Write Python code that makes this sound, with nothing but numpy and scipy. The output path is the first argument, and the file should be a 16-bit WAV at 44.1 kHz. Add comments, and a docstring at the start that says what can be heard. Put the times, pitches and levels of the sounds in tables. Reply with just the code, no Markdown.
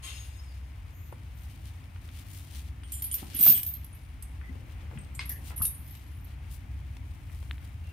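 """A brick shed, filled with a low rumble and the soft hiss of the yard. A cow lying there swings its
head close by, and its steel chain clinks, jangles and settles: each strike is a tick and ringing links.
Chain and rope hiss over hair, ears and hide thump, the body scuffs the earth and small things knock.
Metal clangs once farther off; thin squeaks, a hollow clack and two brittle snaps add detail.
The walls give the hits a short echoing tail."""
import sys
import numpy as np
from scipy import signal
from scipy.fft import rfft, irfft
from scipy.io import wavfile

SR = 44100
rng = np.random.default_rng(int(sys.argv[2]) if len(sys.argv) > 2 else 0)


def int16_out(signal):
    """Quantize to a 16-bit WAV file."""
    q = np.round(np.clip(np.atleast_2d(signal).T, -1, 1) * 32767)
    wavfile.write(sys.argv[1], SR, q.astype(np.int16))


N = 349536
TIME = np.arange(N) / SR

# Table levels are relative: each layer adds its own gain. 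A density_db is a level per hertz.
# stereo width of diffuse noise: frequency_hz, left_right_correlation
STEREO_LIKENESS = [(60, 0.99), (130, 0.92), (290, 0.84), (640, 0.081), (1400, 0), (3000, 0.52), (6500, 0),
                   (15000, 0.055)]
# reverb time of the brick walls: frequency_hz, t60_s
SHED_DECAY = [(150, 0.448), (700, 0.34), (2500, 0.28), (6000, 0.25), (10000, 0.38), (15000, 0.16)]
# tone of the low bed: frequency_hz, density_db
RUMBLE_COLOUR = [(12, -48.5), (25, -26.5), (34, -18), (50, -11), (70, -0.5), (93, -1), (113, -9), (135, -9),
                 (165, -17.5), (195, -17.5), (215, -24), (245, -18.5), (320, -23.5), (420, -42),
                 (700, -79.5)]
# rise and fall of its two bands: time_s, deep_db, upper_db
RUMBLE_LEVELS = [(0, -47, -60.5), (1.2, -44, -56.5), (2.3, -44.5, -53.5), (4.1, -45.5, -55),
                 (4.6, -41.5, -53), (5.3, -42.5, -52), (6.1, -43.5, -54.5), (7, -39, -53.5),
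                 (7.93, -42.5, -54.5)]
# hum inside the rumble: pitch_hz, level_db
HUM_TONES = [(52, -54), (65.7, -48.5), (82.7, -52.5), (124.5, -70)]
# tone of the outdoor hiss: frequency_hz, density_db
AIR_COLOUR = [(200, -7), (400, -1), (520, -0.5), (790, 3.5), (1000, 1.5), (1550, -1), (2200, 2), (3000, -4),
              (4200, -13), (6400, -16), (7700, -19), (9500, -13), (11000, -20), (15500, -15.5)]
# its rise and fall: time_s, level_db
AIR_LEVELS = [(0, -60.5), (4, -61.5), (4.9, -58.5), (5.8, -60.5), (7.93, -60.5)]
# tone of chain and rope on hair: frequency_hz, density_db
DRAG_COLOUR = [(800, -10.5), (2000, 0.5), (3000, 5.5), (4500, 1.5), (7500, -3.5), (9500, 0), (11000, -3.5),
               (15000, -4)]
# their strokes over the hide: middle_s, length_s, level_db, extra_treble_db
DRAG_STROKES = [(1.425, 0.19, -64, 6.5), (1.7, 0.37, -62, 3), (2.056, 0.089, -58.5, 2),
                (2.18, 0.14, -56.5, 3.5), (2.356, 0.17, -58, 8.5), (2.566, 0.2, -49, 2.5),
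                (3.242, 0.85, -54, 0.5), (3.477, 0.26, -42.5, -5), (4.813, 0.055, -58, -24),
                (5.471, 0.19, -54, 6.5), (5.94, 0.37, -59.5, 1), (6.543, 0.071, -61, 14),
                (7.421, 1.0, -71.5, 10)]
# ring of the distant metal: pitch_hz, level_db, t60_s
CLANG_RING = [(1070, -5.5, .82), (2075, -3, .7), (2780, -1, 1), (3150, 4, 0.49), (3359, -7, 0.69),
              (3640, -5, 1.34), (3800, -3, .6), (4242, -1.5, 0.5), (5195, -8, 1.9), (6575, 1.5, 1.2),
              (7192, -8, 1.3), (8136, -2, 1.55), (8240, -4, .5), (10000, 0.5, .7), (10650, -8, 1.4),
              (12230, -5, .7)]
# its noisy scrape: frequency_hz, density_db
CLANG_COLOUR = [(880, -30.5), (1500, -26.5), (2780, -16), (6000, -27), (6680, -17), (7400, -31),
                (8200, -26), (9800, -21.5), (10600, -36), (12500, -28), (15000, -38)]
# faint squeaks: start_s, length_s, start_hz, middle_hz, end_hz, width_hz, level_db
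SQUEAK_CUES = [(.14, .23, 13300, 14150, 12900, 90, -73), (.14, 0.35, 12700, 12800, 10700, 110, -69),
               (.38, .19, 5730, 5050, 4450, 120, -67.5), (0.898, 0.27, 12700, 13400, 12700, 1200, -61.5),
               (.893, .25, 6500, 6750, 6300, 397, -71), (1.32, 0.16, 12300, 14200, 12500, 700, -66),
               (4.418, 0.095, 2010, 2007, 2000, 50, -54), (5.698, 0.35, 13900, 13100, 12600, 130, -59),
               (5.78, .21, 13300, 13750, 13000, 110, -64), (6.006, 0.23, 12000, 10900, 9200, 109.5, -66.5),
               (6.08, .23, 14400, 13750, 12000, 110, -71), (6.08, .2, 13700, 13050, 12000, 110, -77),
               (7.819, 0.14, 2750, 2740, 2750, 30, -62.5)]
# ring of the steel links: pitch_hz, level_db, base_t60_s
LINK_RING = [(4210, -6, .14), (7235, 2, .16), (8410, 2.5, 0.32), (8310, -3, 0.17), (8950, -13, 0.39),
             (9580, 4, .22), (9600, -8, .16), (10200, 1.5, 0.16), (10450, -5, .2), (10740, -5.5, 0.39),
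             (11260, -4, .2), (11590, 3.5, 0.32), (11960, 1.5, .18), (12316, -1, 0.2), (12618, -3.5, .16),
             (13200, 3.5, 0.24), (12984, 2, 0.39), (12930, -1.5, 0.2), (13200, -2.5, .18),
             (13560, -1.5, .18), (13750, 2.5, 0.24), (14000, -5.5, .18), (13500, -4, .2), (14610, 3, .21),
             (14800, -4, .3), (15100, -10, .25), (15020, -15, .25)]
# detuning from one pair of links to the next: pitch_hz, scatter_fraction
LINK_DETUNE = [(8000, .008), (12400, .011), (12900, .003)]
# duller clatter of the whole chain: frequency_hz, level_db
CLATTER_COLOUR = [(1500, -16.5), (2300, -1.5), (3000, 2), (4000, -1.5), (5800, -1), (7000, 0),
                  (7600, -12.5), (9000, 0.5)]
# clear hits of link on link: start_s, level_db, centre_hz, spread_hz, tick_db, ring_factor
LINK_HITS = [(1.124, -52, 9600, 500, -2, 0.14), (2.835, -57, 8940, 200, -17, 1.8),
             (2.92, -33, 10300, 2800, -1, 0.65), (2.939, -38, 9200, 2400, 2, 1.7),
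             (3.0215, -29.5, 11600, 1304, 3, 0.55), (3.0408, -28, 11260, 900, -4, 0.42),
             (3.113, -31, 8760, 900, -5, 0.62), (3.123, -34, 12100, 600, -14, 0.73),
             (3.1408, -23, 12730, 1100, 1.5, 0.38), (3.346, -30, 12100, 503, -15, 0.49),
             (3.364, -30.5, 10800, 1100, -18, .8), (3.389, -25, 13900, 500, -8, 0.68),
             (3.394, -30.5, 8440, 299, -20, 0.51), (3.409, -18.5, 13500, 800, -4, 0.9),
             (3.422, -28, 9600, 300, -18, 0.66), (3.426, -16, 13800, 600, -8.5, 0.94),
             (3.433, -14, 12900, 400, -17.5, .5), (3.4632, -12.5, 14400, 455, -3.5, 0.96),
             (3.474, -12, 12600, 300, -10, .5), (3.498, -13, 13000, 299, -10, .5),
             (3.521, -21, 13700, 500, 2, 0.76), (3.564, -26, 14300, 600, -12, 0.69),
             (3.545, -34.5, 8700, 300, -12, 0.68), (3.576, -26, 11370, 400, 1, 0.23),
             (3.631, -34, 13000, 1200, 12, 0.52), (3.6632, -28, 13540, 910, -10, 0.86),
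             (3.689, -40, 13000, 400, -20, .7), (3.738, -32.5, 13100, 497, -20, 0.3),
             (3.8447, -39.5, 11350, 900, -1, 0.16), (3.948, -52.5, 12100, 597, -10, .5),
             (4.224, -39.5, 9900, 2210, 3, 0.27), (4.986, -48.5, 8330, 250, -15, 0.38),
             (5.1495, -43.5, 8070, 2600, 1, 0.73), (5.255, -42.5, 11100, 700, -16, 0.5),
             (5.293, -26.5, 11500, 1100, -11, 0.25), (5.316, -33.5, 11500, 1100, -8, 0.5),
             (5.562, -37.5, 11200, 1100, -18, 0.79), (5.576, -34, 10700, 800, -14, 0.66),
             (5.619, -22, 11100, 1210, -21, 0.73), (5.651, -22.5, 10470, 990, 1.5, 0.51),
             (5.746, -42, 9600, 295, -18, .35), (5.805, -56, 11300, 900, -12, .4),
             (5.877, -50, 10800, 1200, 1, 0.29), (5.909, -46, 11900, 800, -6, 0.34),
             (6.245, -47, 11800, 605, -4, 0.24)]
# pan of the swinging chain: time_s, left_minus_right_db
CHAIN_PAN = [(3.05, -1), (3.14, -2.5), (3.36, -5.5), (3.41, -1.5), (3.43, -1), (3.5, -2), (3.58, -.5),
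             (3.66, -1.5), (4.22, 1), (4.98, 7), (5.16, -1), (5.26, -0.5), (5.57, -3), (5.65, -1),
             (6.25, -1)]
# knocks on floor and halter: start_s, level_db, centre_hz, width_octaves, t60_s, room_db
KNOCK_HITS = [(1.1242, -40.5, 470, 0.97, 0.037, -14), (1.84, -57, 3200, .6, .015, -15),
              (1.96, -46, 1200, 0.93, 0.016, -16), (2.0888, -46.5, 1800, 0.74, 0.018, -19),
              (2.8331, -48.5, 1690, 0.84, 0.028, -15), (3.2271, -48.5, 850, 0.52, 0.064, -5),
              (3.4615, -31, 700, 0.35, 0.024, -6.5), (3.463, -37.5, 1300, .35, .04, -3.5),
              (4.413, -47, 1590, 0.49, 0.028, -5.5), (4.912, -47, 786, 0.9, 0.03, -3.5),
              (4.974, -47.5, 2050, 0.43, 0.038, -3), (5.301, -52, 1820, 0.11, 0.31, -4),
              (5.5052, -42, 1050, 0.97, 0.023, 1.5), (5.602, -44, 1000, 0.18, .025, -3),
              (5.614, -35.5, 1160, 0.18, 0.027, -11), (6.9675, -46, 1176, 1.54, 0.021, -21.5),
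              (7.297, -50.5, 1590, 0.54, 0.018, -17), (7.427, -49, 600, 1.6, 0.022, -15)]
# ring of the heavy hook: pitch_hz, level_db, t60_s
HOOK_RING = [(2970, -2.5, .24), (3080, -2.5, 0.18), (3210, -4.5, .16), (3300, -2.5, .2), (3490, -8.5, .16)]
# the hook swings against the chain: start_s, level_db
HOOK_HITS = [(2.836, -56), (2.931, -50.5), (3.113, -48.5), (3.35, -47.5), (3.549, -39.5)]
# the body shifts on the earth floor: middle_s, length_s, level_db
BODY_SHIFTS = [(3.3, .3, -59.5), (4.6, .35, -60.5), (4.95, 0.19, -57.5), (5.502, 0.46, -59)]
# soft blows of ears and hide: start_s, level_db, centre_hz, t60_s
THUMP_HITS = [(3.222, -46, 247, 0.14), (3.279, -50, 200, 0.1), (3.346, -44.5, 228, 0.072),
              (3.392, -42.5, 185, 0.16), (3.463, -44, 266.7, .12), (3.48, -38, 185, 0.17),
              (4.49, -42.5, 166, 0.084), (4.958, -40.5, 143, 0.14), (5.603, -33.5, 114, 0.11)]
# runs of small link hits between two edge times, loudest near accent_s if it lies between them:
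# edge_a_s, accent_s, edge_b_s, accent_db, hit_count, centre_hz
JANGLE_RUNS = [(3.405, 3.47, 3.55, -17.5, 16, 14100), (3.867, 3.925, 4.1, -51.5, 4, 10100),
               (5.323, 5.34, 5.1, -41, 3, 11200), (5.63, 5.634, 5.72, -39, 6, 12300)]
# ring of a hard, hollow thing: pitch_hz, level_db, t60_s
CLACK_RING = [(1110, -6.5, 0.022), (1620, -17, 0.016), (2137, -2.5, 0.028), (2380, -1.5, 0.025),
              (3180, -10, 0.02), (4130, -14, 0.019), (4910, -6.5, .018), (8620, -8.5, 0.012)]
# brittle snaps close by: start_s, level_db
SNAP_HITS = [(7.511, -4.5), (7.581, -23)]


def gain(db):
    """Decibels to a factor."""
    return 10 ** (np.asarray(db) / 20)


def unit_rms(x):
    """Scales to rms 1."""
    return x / np.sqrt(np.mean(x ** 2) + 1e-20)


def curve_at(points, hz):
    """Reads a table along straight lines over log frequency."""
    frequency, value = np.transpose(points)
    return np.interp(np.log(hz + 1), np.log(frequency + 1), value)


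def fader(rows, column=1):
    """One dB column of a timed table as a gain for every sample."""
    rows = np.array(rows)
    return gain(np.interp(TIME, rows[:, 0], rows[:, column]))


def pan(pan_db):
    """Left and right gains; positive leans left."""
    return gain(np.array([[pan_db], [-pan_db]]) / 2)


def add(mix, start_s, sound):
    """Drops a stereo sound into the mix."""
    part = mix[:, max(round(start_s * SR), 0):][:, :sound.shape[1]]
    part += sound[:, :part.shape[1]]


def noise(colour, size=N):
    """Diffuse stereo noise of rms 1; colour gives dB for each frequency."""
    hz = np.fft.rfftfreq(size, 1 / SR)
    left, unrelated = rfft(rng.standard_normal((2, size)))
    likeness = np.clip(curve_at(STEREO_LIKENESS, hz), -1, 1)
    right = likeness * left + np.sqrt(1 - likeness ** 2) * unrelated
    return unit_rms(irfft(np.array([left, right]) * gain(colour(hz)), size))


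def wander(rate_hz, size=N):
    """A random modulation curve of rms 1."""
    return unit_rms(np.interp(np.arange(size) / SR * rate_hz, np.arange(4000), rng.standard_normal(4000)))


def bell(centre_hz, octaves):
    """A bell EQ curve in dB, with steep skirts."""
    def colour(hz):
        offset = np.log2((hz + 1) / centre_hz) / octaves
        return -10 * np.log10(1 + offset ** 2 + offset ** 8 / 8)
    return colour


def attack(t, rise_s):
    """Eases in from silence."""
    return 1 - np.exp(-t / rise_s)


def decay(t, t60_s):
    """Falls by 60 dB in t60_s."""
    return np.exp(-np.log(1000) * t / t60_s)


def swell(middle_s, length_s, db, edge_db):
    """A smooth rise and fall, edge_db down at the ends of its length."""
    return gain(db - edge_db * (2 * (TIME - middle_s) / length_s) ** 2)


def ringing(t, hz, weight, t60_s, width_rad=1.5):
    """Dying modes of total rms 1 at the strike; phase offsets between the sides give width."""
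    phase = 2 * np.pi * rng.random(len(hz)) + width_rad * rng.standard_normal((2, len(hz)))
    angle = np.float32(2 * np.pi * hz[:, None] * t)
    fade = np.float32(decay(t, t60_s[:, None]))
    weight = np.sqrt(2) * weight / np.linalg.norm(weight)
    sines, cosines = fade * np.sin(angle), fade * np.cos(angle)
    return (weight * np.cos(phase)) @ sines + (weight * np.sin(phase)) @ cosines


def shed_reverb(x):
    """Brick walls return sparse echoes, each band dying at its own speed."""
    taps = np.zeros((2, 30000))
    slots = np.arange(300, taps.shape[1] - 20, 20)  # one echo in every 20 samples
    arrivals = slots + rng.integers(0, 20, (2, len(slots)))
    np.put_along_axis(taps, arrivals, rng.choice([-1., 1.], arrivals.shape), 1)
    hz, t, bands = signal.stft(taps, SR, nperseg=256)
    tail = signal.istft(bands * decay(t, curve_at(SHED_DECAY, hz)[:, None]), SR, nperseg=256)[1]
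    return signal.fftconvolve(x, tail / np.linalg.norm(tail[0]), axes=1)[:, :N]


def rumble(deep_db=-0.5, upper_db=-1, split_hz=130, waver=0.59):
    """A restless low bed in two bands, with wavering hum tones inside it."""
    deep = noise(lambda f: curve_at(RUMBLE_COLOUR, f) - 10 * np.log10(1 + (f / split_hz) ** 10))
    upper = noise(lambda f: curve_at(RUMBLE_COLOUR, f) - 10 * np.log10(1 + (split_hz / (f + 1)) ** 10))
    bed = gain(deep_db) * fader(RUMBLE_LEVELS) * deep
    bed += gain(upper_db) * fader(RUMBLE_LEVELS, column=2) * upper
    for hz, db in HUM_TONES:
        tone = np.sqrt(2) * np.sin(2 * np.pi * hz * TIME + 0.61 * wander(2.17))
        bed += gain(db) * tone * (1 + waver * wander(5))
    return pan(1.17) * bed


def yard_air(trim_db=0.9, flicker_db=.5):
    """The soft hiss of the yard outside."""
    level = gain(trim_db + flicker_db * wander(23)) * fader(AIR_LEVELS)
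    return pan(4.5) * level * noise(lambda f: curve_at(AIR_COLOUR, f))


def hide_drag(grain_db=2.5, unsteady_db=3, split_hz=6500, resting_db=-68):
    """Chain and rope drag over hair: a faint grainy hiss that swells with each stroke."""
    strokes = [(swell(s, length_s, db, edge_db=11), gain(treble_db))
               for s, length_s, db, treble_db in DRAG_STROKES]
    grain = unit_rms(gain(grain_db * wander(350) + unsteady_db * wander(25)))
    hiss = noise(lambda f: curve_at(DRAG_COLOUR, f))
    body = signal.sosfiltfilt(signal.butter(2, split_hz, fs=SR, output="sos"), hiss)
    body_level = np.hypot(sum(level for level, _ in strokes), gain(resting_db))
    treble_level = np.hypot(sum(level * treble for level, treble in strokes), gain(resting_db))
    return pan(5.5) * grain * (body_level * body + treble_level * (hiss - body))


def distant_clang(start_s=0.02, rise_s=0.026, ring_db=-52, scrape_db=-46, hold_s=0.078, shimmer_db=4.4):
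    """Metal scrapes briefly off to the left and rings on."""
    t = np.maximum(TIME - start_s, 0)
    ring = np.zeros((2, N))
    for hz, db, t60_s in CLANG_RING:
        tone = np.sin(2 * np.pi * (hz * t + rng.random((2, 1))))
        ring += gain(db + shimmer_db * wander(47.5)) * decay(t, t60_s) * tone
    scrape = noise(lambda f: curve_at(CLANG_COLOUR, f)) * decay(np.maximum(t - hold_s, 0), t60_s=0.88)
    return pan(6) * np.minimum(t / rise_s, 1) * (gain(ring_db) * ring + gain(scrape_db) * scrape)


def squeaks(waver=0.0042):
    """Thin rough tones of narrow noise swell, bend unsteadily in pitch and fade."""
    out = np.zeros((2, N))
    for s, length_s, start_hz, middle_hz, end_hz, width_hz, db in SQUEAK_CUES:
        size = round(length_s * SR)
        hz = np.fft.fftfreq(size, 1 / SR)
        white = rng.standard_normal((2, size)) + 1j * rng.standard_normal((2, size))
        roughness = np.fft.ifft(np.fft.fft(white) / (1 + (1.1 * hz / width_hz) ** 2))
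        bend = np.polyfit([0, .5, 1], [start_hz, middle_hz, end_hz], 2)
        pitch_hz = np.polyval(bend, np.linspace(0, 1, size)) * (1 + waver * wander(28.8, size))
        tone = (roughness * np.exp(2j * np.pi * np.cumsum(pitch_hz) / SR)).real
        add(out, s, gain(db) * signal.windows.tukey(size, .6) * unit_rms(tone))
    return out


def clink(clatter_hz, centre_hz, spread_hz, tick_db, ring_factor,
          other_links_db=-42, clatter_db=-22, uneven_db=3):
    """A contact tick, then links pitched near centre_hz ring and the rest of the chain clatters."""
    t = np.arange(SR // 5) / SR
    hz, db, t60_s = np.transpose(LINK_RING + LINK_RING)  # two links meet, slightly detuned
    focus = np.exp(-((hz - centre_hz) / spread_hz) ** 2 / 2) + gain(other_links_db)
    weight = gain(db + uneven_db * rng.standard_normal(len(hz))) * focus
    pitch_hz = hz * (1 + curve_at(LINK_DETUNE, hz) * rng.standard_normal(len(hz)))
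    links = ringing(t, pitch_hz, weight, ring_factor * t60_s)
    shaken = gain(curve_at(CLATTER_COLOUR, clatter_hz)) * rng.rayleigh(1, len(clatter_hz))
    clatter = ringing(t, clatter_hz, shaken, t60_s=np.full(len(clatter_hz), 0.16))
    tick = noise(lambda f: np.maximum(bell(centre_hz, .25)(f), bell(5000, 1.3)(f) - 14), len(t))
    tick *= decay(t, t60_s=0.022)
    return (links + gain(clatter_db) * clatter + gain(tick_db) * tick) * attack(t, 0.00074)


def chain(room_db=-12, rebound_db=-11, clatter_modes=42):
    """The swinging chain: hook clanks, clinks and jangles, with the shed around them."""
    out = np.zeros((2, N))
    clatter_hz = np.linspace(CLATTER_COLOUR[0][0], CLATTER_COLOUR[-1][0], clatter_modes)
    clatter_hz += rng.uniform(-70.5, 71.2, clatter_modes)
    for s, db in HOOK_HITS:
        add(out, s, gain(db) * hook_clank())
    small_hits = [hit for run in JANGLE_RUNS for hit in jangle(*run)]
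    for s, db, *timbre in LINK_HITS + small_hits:
        pan_db = np.interp(s, *np.transpose(CHAIN_PAN))
        strike = gain(db) * pan(pan_db) * clink(clatter_hz, *timbre)
        add(out, s, strike)
        add(out, s + rng.uniform(.006, 0.028), gain(rebound_db) * strike)  # the loose link falls back
    return out + gain(room_db) * shed_reverb(out)


def knocks(trim_db=6):
    """Damped blows on floor and halter, some close and dry, some far and echoing."""
    t = np.arange(SR // 3) / SR
    out, send = np.zeros((2, 2, N))
    for s, db, centre_hz, octaves, t60_s, room_db in KNOCK_HITS:
        envelope = decay(t, t60_s) * attack(t, 0.00066)
        blow = noise(bell(centre_hz, octaves), len(t)) * envelope
        blow = blow + 0.14 * blow[::-1]  # a faint reversed tap a third of a second later
        blow *= gain(db + trim_db) * np.linalg.norm(envelope) / np.linalg.norm(blow)
        add(out, s, pan(5) * blow)
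        add(send, s, gain(room_db) * blow)
    return out + shed_reverb(send)


def hook_clank():
    """The heavy hook rings lower than the links: a short thin clank."""
    t = np.arange(SR // 4) / SR
    hz, db, t60_s = np.transpose(HOOK_RING)
    return pan(2.5) * ringing(t, hz, gain(db), t60_s, width_rad=.7) * attack(t, .001)


def body_scuff(grain_db=3, lumpy_db=4):
    """Hide and legs grind over packed earth: a dull lumpy rub."""
    level = sum(swell(*shift, edge_db=8) for shift in BODY_SHIFTS)
    grain = unit_rms(gain(grain_db * wander(200) + lumpy_db * wander(30)))
    return pan(2) * level * grain * noise(bell(centre_hz=330, octaves=1))


def hide_thumps(trim_db=6.5, room_db=-9):
    """Flesh gives way softly: a round push of low end."""
    t = np.arange(SR // 3) / SR
    out = np.zeros((2, N))
    for s, db, centre_hz, t60_s in THUMP_HITS:
        envelope = decay(t, t60_s) * attack(t, 0.0031)
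        push = unit_rms(noise(bell(centre_hz, octaves=0.43), len(t)) * envelope)
        add(out, s, gain(db + trim_db) * np.sqrt(np.mean(envelope ** 2)) * push)
    return out + gain(room_db) * shed_reverb(out)


def jangle(edge_a_s, accent_s, edge_b_s, accent_db, hit_count, centre_hz, range_db=15, scatter_db=2,
           scatter_hz=448, spread_hz=700, tick_db=-12.5, ring_factor=0.52):
    """Links of varied size tumble together: an uneven run of small hits, as rows like LINK_HITS."""
    count = round(hit_count)
    slip = rng.random(count)
    louder, higher = rng.standard_normal((count, 2)).T
    times = edge_a_s + (edge_b_s - edge_a_s) * (np.arange(count) + slip) / count
    levels = accent_db - range_db * np.interp(times, [edge_a_s, accent_s, edge_b_s], [1, 0, 1])
    levels += scatter_db * louder
    centres = centre_hz + scatter_hz * higher
    return [(s, db, hz, spread_hz, tick_db, ring_factor) for s, db, hz in zip(times, levels, centres)]


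def hollow_clack(start_s=5.1929, level_db=-28, bounce_s=.0022, bounce_db=-3, room_db=-7,
                 scrape_db=-39.5, scrape_rise_s=0.014):
    """Something hard and hollow clacks down, bounces once and scrapes briefly over grit."""
    out = np.zeros((2, N))
    t = np.arange(SR // 4) / SR
    hz, db, t60_s = np.transpose(CLACK_RING)
    for s, hit_db in [(start_s, level_db), (start_s + bounce_s, level_db + bounce_db)]:
        ring = ringing(t, hz, gain(db), t60_s, width_rad=0.37)
        add(out, s, gain(hit_db) * ring * attack(t, 0.000079))
    grit = noise(bell(centre_hz=2400, octaves=0.75), len(t)) * unit_rms(gain(1.8 * wander(400, len(t))))
    envelope = np.minimum(t / scrape_rise_s, 1) * decay(np.maximum(t - scrape_rise_s, 0), t60_s=0.15)
    add(out, start_s, gain(scrape_db) * grit * envelope)
    return pan(4) * out + gain(room_db) * shed_reverb(out)


def brittle_snaps(low_hz=1900, high_hz=3900, ring_hz=1800, ring_db=-27, room_db=-22):
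    """Something brittle, perhaps straw, breaks: one sharp pulse and a very short ring."""
    out = np.zeros((2, N))
    t = np.arange(SR // 20) / SR
    pulse = signal.sosfilt(signal.butter(12, high_hz, fs=SR, output="sos"), signal.unit_impulse(len(t)))
    pulse = signal.sosfilt(signal.butter(2, low_hz, "high", fs=SR, output="sos"), pulse)
    ring = gain(ring_db) * np.sin(2 * np.pi * ring_hz * t) * decay(t, t60_s=0.0043)
    for s, db in SNAP_HITS:
        add(out, s, gain(db) * pan(4) * (pulse + ring))
    return out + gain(room_db) * shed_reverb(out)


def scene():
    """The mix: the shed's ambience, then the cow and the small sounds around it."""
    return (rumble() + yard_air() + hide_drag() + distant_clang() + squeaks() + hide_thumps()
            + body_scuff() + knocks() + hollow_clack() + brittle_snaps() + chain())


def record(dry, ceiling=.92, cutoff_hz=15650):
    """A soft clip rounds the highest peaks, then a steep low-pass trims the top end."""
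    rounded = dry / (1 + (dry / ceiling) ** 12) ** (1 / 12)
    lowpass = signal.firwin(255, cutoff_hz, window=("kaiser", 9), fs=SR)
    return signal.oaconvolve(rounded, lowpass[None], "same")


dry = scene()
out = record(dry)
int16_out(out)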